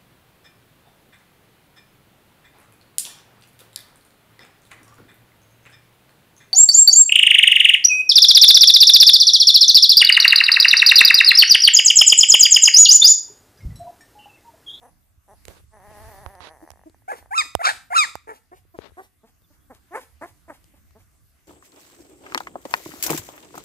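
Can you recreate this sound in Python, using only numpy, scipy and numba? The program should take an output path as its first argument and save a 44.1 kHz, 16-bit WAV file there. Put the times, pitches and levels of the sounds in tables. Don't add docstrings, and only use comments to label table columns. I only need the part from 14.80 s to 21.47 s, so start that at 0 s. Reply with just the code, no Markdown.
import sys
import numpy as np
from scipy import signal
from scipy.fft import rfft, irfft, next_fast_len
from scipy.io import wavfile
from scipy.ndimage import uniform_filter1d, map_coordinates
from numba import njit

SR = 44100
rng = np.random.default_rng(int(sys.argv[2]) if len(sys.argv) > 2 else 0)


def store_pcm(level_fs):
    pcm = np.round(np.clip(level_fs, -1, 1) * 32767).astype(np.int16)
    wavfile.write(sys.argv[1], SR, np.atleast_2d(pcm).T)


def how_loud(loudness_db):
    steps = np.asarray(loudness_db, float) / 20
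    return 10 ** steps


N = 294147
T = np.arange(N) / SR

# (frequency [Hz], density [dB per Hz])
BARN = [(18, -39), (30, -13), (81, -1.5), (147, -17.5), (304, -21), (448, -35.5), (815, -24.5),
        (953, -46.5), (1170, -27.5), (2310, -31), (3410, -36.5), (11300, -33.5), (15000, -32.5)]
# (time [s], level over calm [dB])
AIR = [(0.0, 1), (0.39, -4.5), (0.65, 3.5), (0.7, 14), (0.86, -3.5), (0.98, 0), (1.1, 9.5), (1.3, 13.5),
       (1.47, 8.5), (1.6, -1.5), (2.5, -1), (3.3, 1), (3.6, -7.5), (4.14, 1), (4.3, -6), (4.9, 1),
       (5.9, 1.5), (6.67, -1)]
STIR_SHARES = (.75, 0.99, 0.82)
# (start of opening [dB], range to fully open [dB], hiss let through [dB], smoothing time of
# the lingering after loud squeals [s], never under 0.02)
GATE = (-54.5, 23.5, 10, -0.3)
# (start [dB], depth [dB])
DUCK = (-33, -18)
# (middle [dB], top [dB])
LINGER = (11, 4)
# (time [s], pitch [Hz], level [dB])
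CHIRPS = [
    [(4.625, 3480, -69), (4.637, 3750, -65), (4.665, 3110, -63)],
    [(4.8, 3120, -74), (4.83, 3490, -70), (4.855, 3300, -72)],
]

# (time [s], peak [dB], left minus right [dB], ring [Hz], tick [dB])
TAPS = [(0.652, -49, -14.5, 430, 9), (0.681, -35.5, -20, 450, -4.5), (0.802, -54, 13, 538, -27),
        (0.837, -58, 9, 448, -6), (1.112, -38, -11, 590, -32), (1.461, -32, -34, 930, -53),
        (1.551, -43.5, -15, 730, -6.5), (1.604, -36, -26, 1060, -26.5), (1.903, -36.5, -17.5, 701, -3.5),
        (1.915, -52.5, -27, 1500, -1), (2.096, -46, 3, 367, -6.5), (2.75, -10.5, -23.5, 714, -15),
        (3.353, -20.5, -17, 815, -13.5), (3.85, -54, -11, 361, -33), (3.987, -24, 17, 418, -67),
        (4.106, -49, 10, 869, -24), (4.118, -56, 28, 397, -26), (4.619, -58, 8, 455, -5),
        (4.948, -49.5, 8, 710, 1), (5.323, -68, -1, 777, -12.5), (5.841, -60.5, 16, 530, 8),
        (6.107, -56, 19, 1180, -7)]
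# (time [s], peak [dB], left minus right [dB])
CASE_THUMPS = [(.375, -48, -3), (.684, -42, -10), (.88, -52, -8), (1.08, -49, 12), (1.464, -44, -20),
               (2.751, -42, -26)]
# (start [s], length [s], peak [dB], left minus right [dB], tilt [dB per octave])
RUBS = [
    (0.674, 0.059, -59, -13.5, -3.5),
    (.7, 0.12, -63.5, -6, -1),
    (1.597, .11, -53, -15.5, 0.8),
    (3.988, 0.12, -60, 18.5, -1.4),
]
# (frequency [Hz], density [dB per Hz])
RUB_COLOUR = [(88, -41), (150, -12.5), (451, -5.5), (797, -9), (928, -7.5), (3010, -15), (3850, -12),
              (14000, -51)]
THUMP_DB, THUMP_SQUASH = -45.5, 0.77

# (share of its length, level under the peak [dB])
PUSH = [(0, -12.5), (.2, -2), (.5, 0.75), (.75, -7), (1, -9)]
ARCH = 0.0065

# (start [s], length [s], pulse rate [Hz], glide [share], peak [dB])
GRUNTS = [
    (0.01, 0.093, 244.8, .02, -51.5),
    (0.473, 0.082, 197, .27, -50),
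]
# (time [s], pulse rate [Hz], level [dB])
GROAN = [(0.905, 217.6, -87), (0.933, 214.8, -55.5), (1.265, 222, -51), (1.52, 200.7, -53),
         (1.73, 159.8, -53), (1.78, 123, -62), (1.821, 84.9, -58), (1.87, 78.5, -58.5), (1.926, 58.9, -61)]
# (time [s], drop of the rate [share])
SLACKS = [(1.008, 0.16), (1.075, 0.059), (1.17, 0.076), (1.356, 0.12), (1.47, .12), (1.58, 0.056),
          (1.673, 0.13)]
# (time [s], peak [dB])
CREAKS = [(1.936, -47.5), (1.958, -47), (1.973, -49), (1.993, -48), (2.014, -49), (2.036, -45.5),
          (2.145, -47.5), (2.221, -55.5), (2.387, -45), (2.426, -43.5), (2.459, -43.5)]
# (frequency [Hz], width [Hz], level [dB])
GROAN_THROAT = [(395, 850, -4), (800, 464, 8), (1805, 430, -2.5), (6075, 650, -27), (8536, 900, -34.5),
                (10570, 1100, -22.5)]
SLACK_S, SLACK_DB = .055, -3
GRUNT_SOFT_S = 0.00038

# (start [s], length [s], pitch [Hz], glide [share], peak [dB])
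HUMS = [
    (1.82, 0.036, 316.5, 0.046, -42.5),
    (2.056, 0.038, 311.3, -0.0075, -41.5),
]
HUM_DULL_DB = -26

# (start [s], length [s], pitch [Hz], glide [share], peak [dB])
WHIMPERS = [(3.471, 0.072, 427, -0.02, -33.5), (3.713, 0.043, 356.6, 0.11, -42),
            (3.939, 0.035, 325, -0.17, -44.5), (4.168, 0.057, 364, 0.099, -38),
            (4.43, 0.038, 222, 0.17, -52), (4.699, .03, 289, 0.01, -59),
            (4.896, 0.043, 239.7, -0.32, -43.5), (5.032, .035, 375, -0.066, -71),
            (5.41, .055, 325.5, 0.34, -34.5), (5.678, .055, 299.3, -0.256, -38),
            (5.935, 0.021, 280.3, 0.065, -56.5), (6.148, 0.043, 216, 0.22, -51.5)]
# (roughness near -35 dB [0-1], more per dB of effort [1/dB])
WHIMPER_ROUGH = (.24, .016)
# (time [s], pitch [Hz], level [dB], roughness [0-1])
SQUEAKS = [
    [(2.278, 699, -45, 0.28), (2.286, 746.6, -29.5, 0.12), (2.317, 874, -26, 0.13),
     (2.32, 529, -29.5, 0.48), (2.365, 456, -54, 0.8)],
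    [(5.106, 321, -54.5, 0), (5.132, 365.5, -37, 0.09), (5.158, 435.3, -26.5, 0.28),
     (5.164, 506, -24.5, 0.34), (5.18, 536.4, -32, 0.29), (5.204, 485, -45, 0.14)],
]
# (time [s], pitch [Hz], level [dB], roughness [0-1])
SQUEALS = [
    [(2.506, 806, -43, 0.1), (2.516, 755, -28.5, 0.01), (2.532, 864, -25.5, 0), (2.558, 1343, -24, 0.05),
     (2.575, 1360, -19.5, 0), (2.58, 1246, -13, 0.09), (2.6, 1232, -15.5, 0.04), (2.622, 949, -27.5, 0.2),
     (2.636, 846, -42, 0.3)],
    [(2.791, 755, -33.5, 0), (2.801, 648.9, -32, 0.04), (2.814, 713, -23.5, 0.08),
     (2.828, 1142, -32.5, 0.32), (2.848, 1303, -18, 0.34), (2.863, 1316, -16, 0.55),
     (2.868, 763, -19, 0.52), (2.897, 822, -20.5, 0.52), (2.925, 758, -32.5, 0.34)],
    [(3.101, 699.4, -40, 0.3), (3.124, 702, -23.5, 0.04), (3.146, 1186, -23.5, 0.21),
     (3.165, 1389, -11, 0.07), (3.178, 1318, -14, 0.22), (3.19, 1272, -11, 0.04), (3.23, 1135, -18.5, 0.01),
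     (3.244, 932, -21.5, 0.19), (3.26, 710, -32.5, 0.25)],
]
# (frequency [Hz], level [dB])
SHUT = [(150, -28), (250, -14.5), (764, -8), (1460, -14), (1890, -12.5), (3280, -39), (3800, -46),
        (7150, -33), (9570, -31), (12000, -38.5), (15600, -64.5), (22000, -120)]
# (frequency [Hz], level [dB])
OPEN = [(300, -47), (600, -34.5), (800, -18.5), (1350, -8.5), (1800, -2), (2400, -5.5), (3000, -20),
        (3700, 2.5), (5000, -5), (5600, -17.5), (7400, -13), (10000, -32.5), (14000, -37)]
# (shut below [Hz], range [Hz], sag [share])
MOUTH = (900, 450, 0.98)
MOUTH_LAG_S = .016
# (frequency [Hz], density [dB per Hz])
BREATH = [(150, -33), (250, -2.5), (687, -4.5), (813, 1.5), (1280, -8.5), (1950, -5.5), (4610, -13),
          (14000, -15)]

# (time [s], lag of the right port [ms])
TURN = [(3.6, 0.44), (3.75, 0.38), (3.96, 0.28), (4.19, 0.25), (4.45, 0.11)]
ROOM_T60_S, ROOM_DAMP, ROOM_DB = .34, .1, -11.5


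def unit(x):
    return x / np.sqrt(np.mean(x ** 2) + 1e-18)


def colour_db(table, hz):
    f, db = np.transpose(table)
    return np.interp(np.log(hz + 1), np.log(f), db)


def tint(x, table):
    size = next_fast_len(len(x))
    hz = np.arange(size // 2 + 1) * SR / size
    return irfft(rfft(x, size) * how_loud(colour_db(table, hz)), size)[:len(x)]


def band(x, hz, width):
    return signal.lfilter(*signal.iirpeak(hz, hz / width, SR), x)


def ease(x, seconds):
    keep = np.exp(-1 / (seconds * SR))
    return signal.lfilter([1 - keep], [1, -keep], x)


def walk(n, rate):
    k = max(int(SR / rate), 1)
    smooth = uniform_filter1d(uniform_filter1d(rng.standard_normal(n + 2 * k), k), k)
    return unit(smooth[k:-k])


def span(rows, fade=0.0023):
    s, *cols = np.transpose(rows)
    i = np.arange(int(s[0] * SR), int(s[-1] * SR))
    gate = np.clip(np.minimum(i / SR - s[0], (s[-1] - i / SR) / 3) / fade, 0, 1)
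    return i, [np.interp(i / SR, s, c) for c in cols], gate


def push(start, length, hz, glide, db):
    share, under = np.transpose(PUSH)
    pitch = hz * (1.03 + glide * (share - .5) + ARCH * under)
    return np.transpose([start + share * length, pitch, db + under])


def ports(x, pan_db):
    return np.array([x * how_loud(pan_db / 2), x * how_loud(-pan_db / 2)])


@njit
def walls(x, lags, gain, damp):
    line, soft, out = np.zeros((8, 4096)), np.zeros(8), np.zeros((2, len(x)))
    for i in range(len(x)):
        total = 0.
        for k in range(8):
            soft[k] += (1 - damp) * (gain[k] * line[k, (i - lags[k]) & 4095] - soft[k])
            total += soft[k]
            out[k % 2, i] += soft[k]
        for k in range(8):
            line[k, i & 4095] = x[i] + soft[k] - total / 4
    return out


def noise_reduction(voices):
    start_db, range_db, _, closing_s = GATE
    db = 10 * np.log10(uniform_filter1d(voices ** 2, 400) + 1e-12)
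    opened = np.clip((db - start_db) / range_db, 0, 1)
    ducked = np.clip((db - DUCK[0]) / 6, 0, 1)
    ringing = np.minimum(6.6 * ease(ducked, max(closing_s, .02)), 1)
    return opened, ducked, ringing


def barn(opened, ducked, ringing):
    stir = np.interp(T, *np.transpose(AIR))
    low, mid, top = (share * stir for share in STIR_SHARES)
    mid = mid + LINGER[0] * ringing
    top = top + LINGER[1] * ringing
    out = 0
    for hz in 32 * 2 ** np.arange(0, 8.95, .4):
        low_share = np.interp(np.log(hz), np.log([160, 500]), [1, 0])
        top_share = np.interp(np.log(hz), np.log([4000, 8000]), [0, 1])
        swell = low_share * low + top_share * top + (1 - low_share - top_share) * mid
        swell = swell + (0.39 * (1 - low_share) + 0.48 * top_share) * GATE[2] * opened
        swell = swell + DUCK[1] * ducked * (hz < 900) * min(hz / 170, 1)
        flicker = (2.8 + 1.2 * low_share) * walk(N, 14)
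        db = colour_db(BARN, hz) + 10 * np.log10(hz) + swell + flicker
        noises = [rng.standard_normal(N) for _ in range(3)]
        both, left, right = (unit(band(band(x, hz, hz / 3), hz, hz / 3)) for x in noises)
        lean_db = np.array([[-1.5], [1.5]]) * low_share
        out = out + how_loud(db - 82.5 + lean_db) * (.5 * both + np.array([left, right]))
    return out


def bird():
    out = np.zeros(N)
    for rows in CHIRPS:
        i, (hz, db), gate = span(rows)
        size = how_loud(db - 7 + 4 * walk(len(i), 200))
        phase = 2 * np.pi * np.cumsum(hz * (1 + 0.027 * walk(len(i), 315))) / SR
        out[i] += gate * size * np.sin(phase)
    return out


def fingers():
    out, t = np.zeros((2, N)), T[:3000]
    thump = -np.sin(2 * np.pi * 75 * t) * t / 0.0058 * np.exp(1 - t / 0.0064)
    for s, db, pan_db, hz, tick_db in TAPS:
        burst = rng.standard_normal(len(t)) * np.exp(-t / 0.00096)
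        tick = how_loud(tick_db - 1.5) * band(burst, 2700, 9800) * 2
        swell = np.exp(-t * hz / 0.83) * (1 - np.exp(-t * hz / .04))
        ring = np.roll(np.sin(2 * np.pi * hz * t + 0.75) * swell, 24) * 1.055
        tap = tick + ring + how_loud(THUMP_DB - THUMP_SQUASH * db) * thump
        i = int((s + .0012) * SR)
        out[:, i:i + len(t)] += ports(how_loud(db) * tap, pan_db)
    for s, db, pan_db in CASE_THUMPS:
        i = int(s * SR)
        out[:, i:i + len(t)] += ports(how_loud(db) * thump, pan_db)
    for s, length, db, pan_db, tilt_db in RUBS:
        i = np.arange(int(s * SR), int((s + length) * SR))
        grit = rng.standard_normal((2, len(i))) * how_loud(2.5 * walk(len(i), 340))
        tilt = [(125, 0), (16000, 7 * tilt_db)]
        rub = np.array([unit(tint(tint(g, RUB_COLOUR), tilt)) for g in grit])
        stroke = abs(np.sin(np.pi * (i / SR - s) / length)) ** 1.08
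        out[:, i] += how_loud(db + 7) * rub * ports(stroke, pan_db)
    return out


def groaner():
    slips = np.zeros(N)
    for rows in [push(*grunt) for grunt in GRUNTS] + [GROAN]:
        i, (hz, db), gate = span(rows, fade=0.004)
        slack = sum(drop * np.clip(1 - abs(i / SR - s) / SLACK_S, 0, 1) for s, drop in SLACKS)
        hz, db = hz * (1 - slack), db + SLACK_DB * slack
        wobble = .022 if rows is GROAN else .08
        turns = np.cumsum(hz * (1 + wobble * walk(len(i), 120))) / SR
        at = np.flatnonzero(np.diff(np.floor(turns)))
        size = (gate * how_loud(db + 35.5 + 2.1 * walk(len(i), 390)) / np.sqrt(hz / 200))[at]
        late = (turns[at + 1] % 1) * SR / hz[at]
        slips[i[at]] += size * np.clip(late, 0, 1)
        slips[i[at] + 1] += size * np.clip(1 - late, 0, 1)
        if rows is not GROAN:
            slips[i] = uniform_filter1d(slips[i], int(GRUNT_SOFT_S * SR))
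    for s, db in CREAKS:
        slips[int(s * SR)] += how_loud(db + 26.5)
    puffs = signal.lfilter([1], [1, -.985], slips) * rng.standard_normal(N)
    out = 0
    for k, (hz, width, db) in enumerate(GROAN_THROAT):
        source = slips + puffs * how_loud(-8 if hz > 5000 else -36)
        out = out + (-1) ** k * how_loud(db) * band(band(source, hz, width), hz, width)
    return out


def call(hz, db, rough, mouth):
    rough, mouth, n = np.clip(rough, 0, 1), np.clip(mouth, 0, 1), len(hz)
    phase = 2 * np.pi * np.cumsum(hz * (1 + 0.18 * rough * walk(n, 570))) / SR
    k = np.arange(1, 40)[:, None]
    throat_db = (1.5 - mouth) * colour_db(SHUT, k * hz) + mouth * colour_db(OPEN, k * hz)
    gain = how_loud(throat_db) * (k * hz < 15000)
    gain = gain * how_loud(0.4 * np.minimum(db + 31.5, 0) * np.log2(k))
    flutter = uniform_filter1d(rng.standard_normal(gain.shape), 150) * np.sqrt(150)
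    gain = gain * how_loud((.2 + 1.4 * rough) * np.clip(k - 2, 0, 6) * flutter)
    tone = -(gain * np.sin(k * phase + .12 * k ** 2)).sum(0) / np.sqrt((gain ** 2).sum(0) / 2)
    above = signal.butter(4, .75 * hz.min(), "high", fs=SR, output="sos")
    noise = signal.sosfilt(above, rng.standard_normal(n))
    air = (1 - mouth) * unit(tint(noise, SHUT)) + mouth * unit(tint(noise, OPEN))
    air = air * (1 + 0.64 * np.cos(phase))
    tone = tone * (1 + 1.6 * rough * walk(n, 450)) * np.sqrt(1 - .4 * rough)
    return signal.sosfilt(above, tone + (.012 + 0.9 * rough) * air)


def hums():
    out = np.zeros(N)
    for hum in HUMS:
        i, (hz, db), gate = span(push(*hum))
        out[i] += gate * how_loud(db) * call(hz, db + HUM_DULL_DB, 0 * hz, 0 * hz)
    return out


def caller():
    out, t = np.zeros(N), T[:4000]
    shut_hz, range_hz, sag = MOUTH
    for rows in SQUEALS + SQUEAKS + [push(*whimper) for whimper in WHIMPERS]:
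        i, (hz, db, *rough), gate = span(rows)
        if rough:
            rough = rough[0]
        else:
            rough = WHIMPER_ROUGH[0] + WHIMPER_ROUGH[1] * (db.max() + 35.5) + 0 * hz
        top = np.maximum.accumulate(hz)
        mouth = np.clip((top - shut_hz) / range_hz, .03, 1) * (1 - sag * (1 - hz / top))
        out[i] += gate * how_loud(db) * call(hz, db, rough, ease(mouth, MOUTH_LAG_S))
        puff = unit(tint(rng.standard_normal(len(t)), BREATH)) * np.exp(-((t - .04) / .027) ** 2)
        puff_db = -51.0 + 0.52 * (min(db.max(), -26) + 28.0)
        start = i[-1] - int(.025 * SR)
        out[start:start + len(t)] += how_loud(puff_db) * puff
    return out


def scene():
    far, near = caller() + hums(), groaner()
    lag = np.interp(T, *np.transpose(TURN)) * SR / 1000
    right = map_coordinates(far, [np.arange(N) - lag], order=3)
    direct = np.array([far, right]) + near
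    floor = np.diff([np.roll(far, 61), np.roll(right, 83)], prepend=0)
    lags = np.array([211, 347, 521, 739, 947, 1213, 1523, 1877])
    feed = signal.lfilter([1, -.85], [1], far + how_loud(6) * near)
    echo = walls(feed + 1e-18, lags, how_loud(-60 * lags / SR / ROOM_T60_S), ROOM_DAMP)
    background = bird() + barn(*noise_reduction(far + near))
    return direct + how_loud(-5.5) * floor + how_loud(ROOM_DB) * echo + fingers() + background


def roll_off(x):
    return signal.sosfilt(signal.butter(12, 15680, fs=SR, output="sos"), x)


def record(dry):
    rounded = np.sign(dry) * (.6 + .35 * np.tanh((abs(dry) - .6) / .35))
    soft = np.where(abs(dry) < .6, dry, rounded)
    mix = signal.sosfilt(signal.ellip(8, .2, 60, 14520, fs=SR, output="sos"), soft)
    return roll_off(mix)


dry = scene()
out = record(dry)
store_pcm(out)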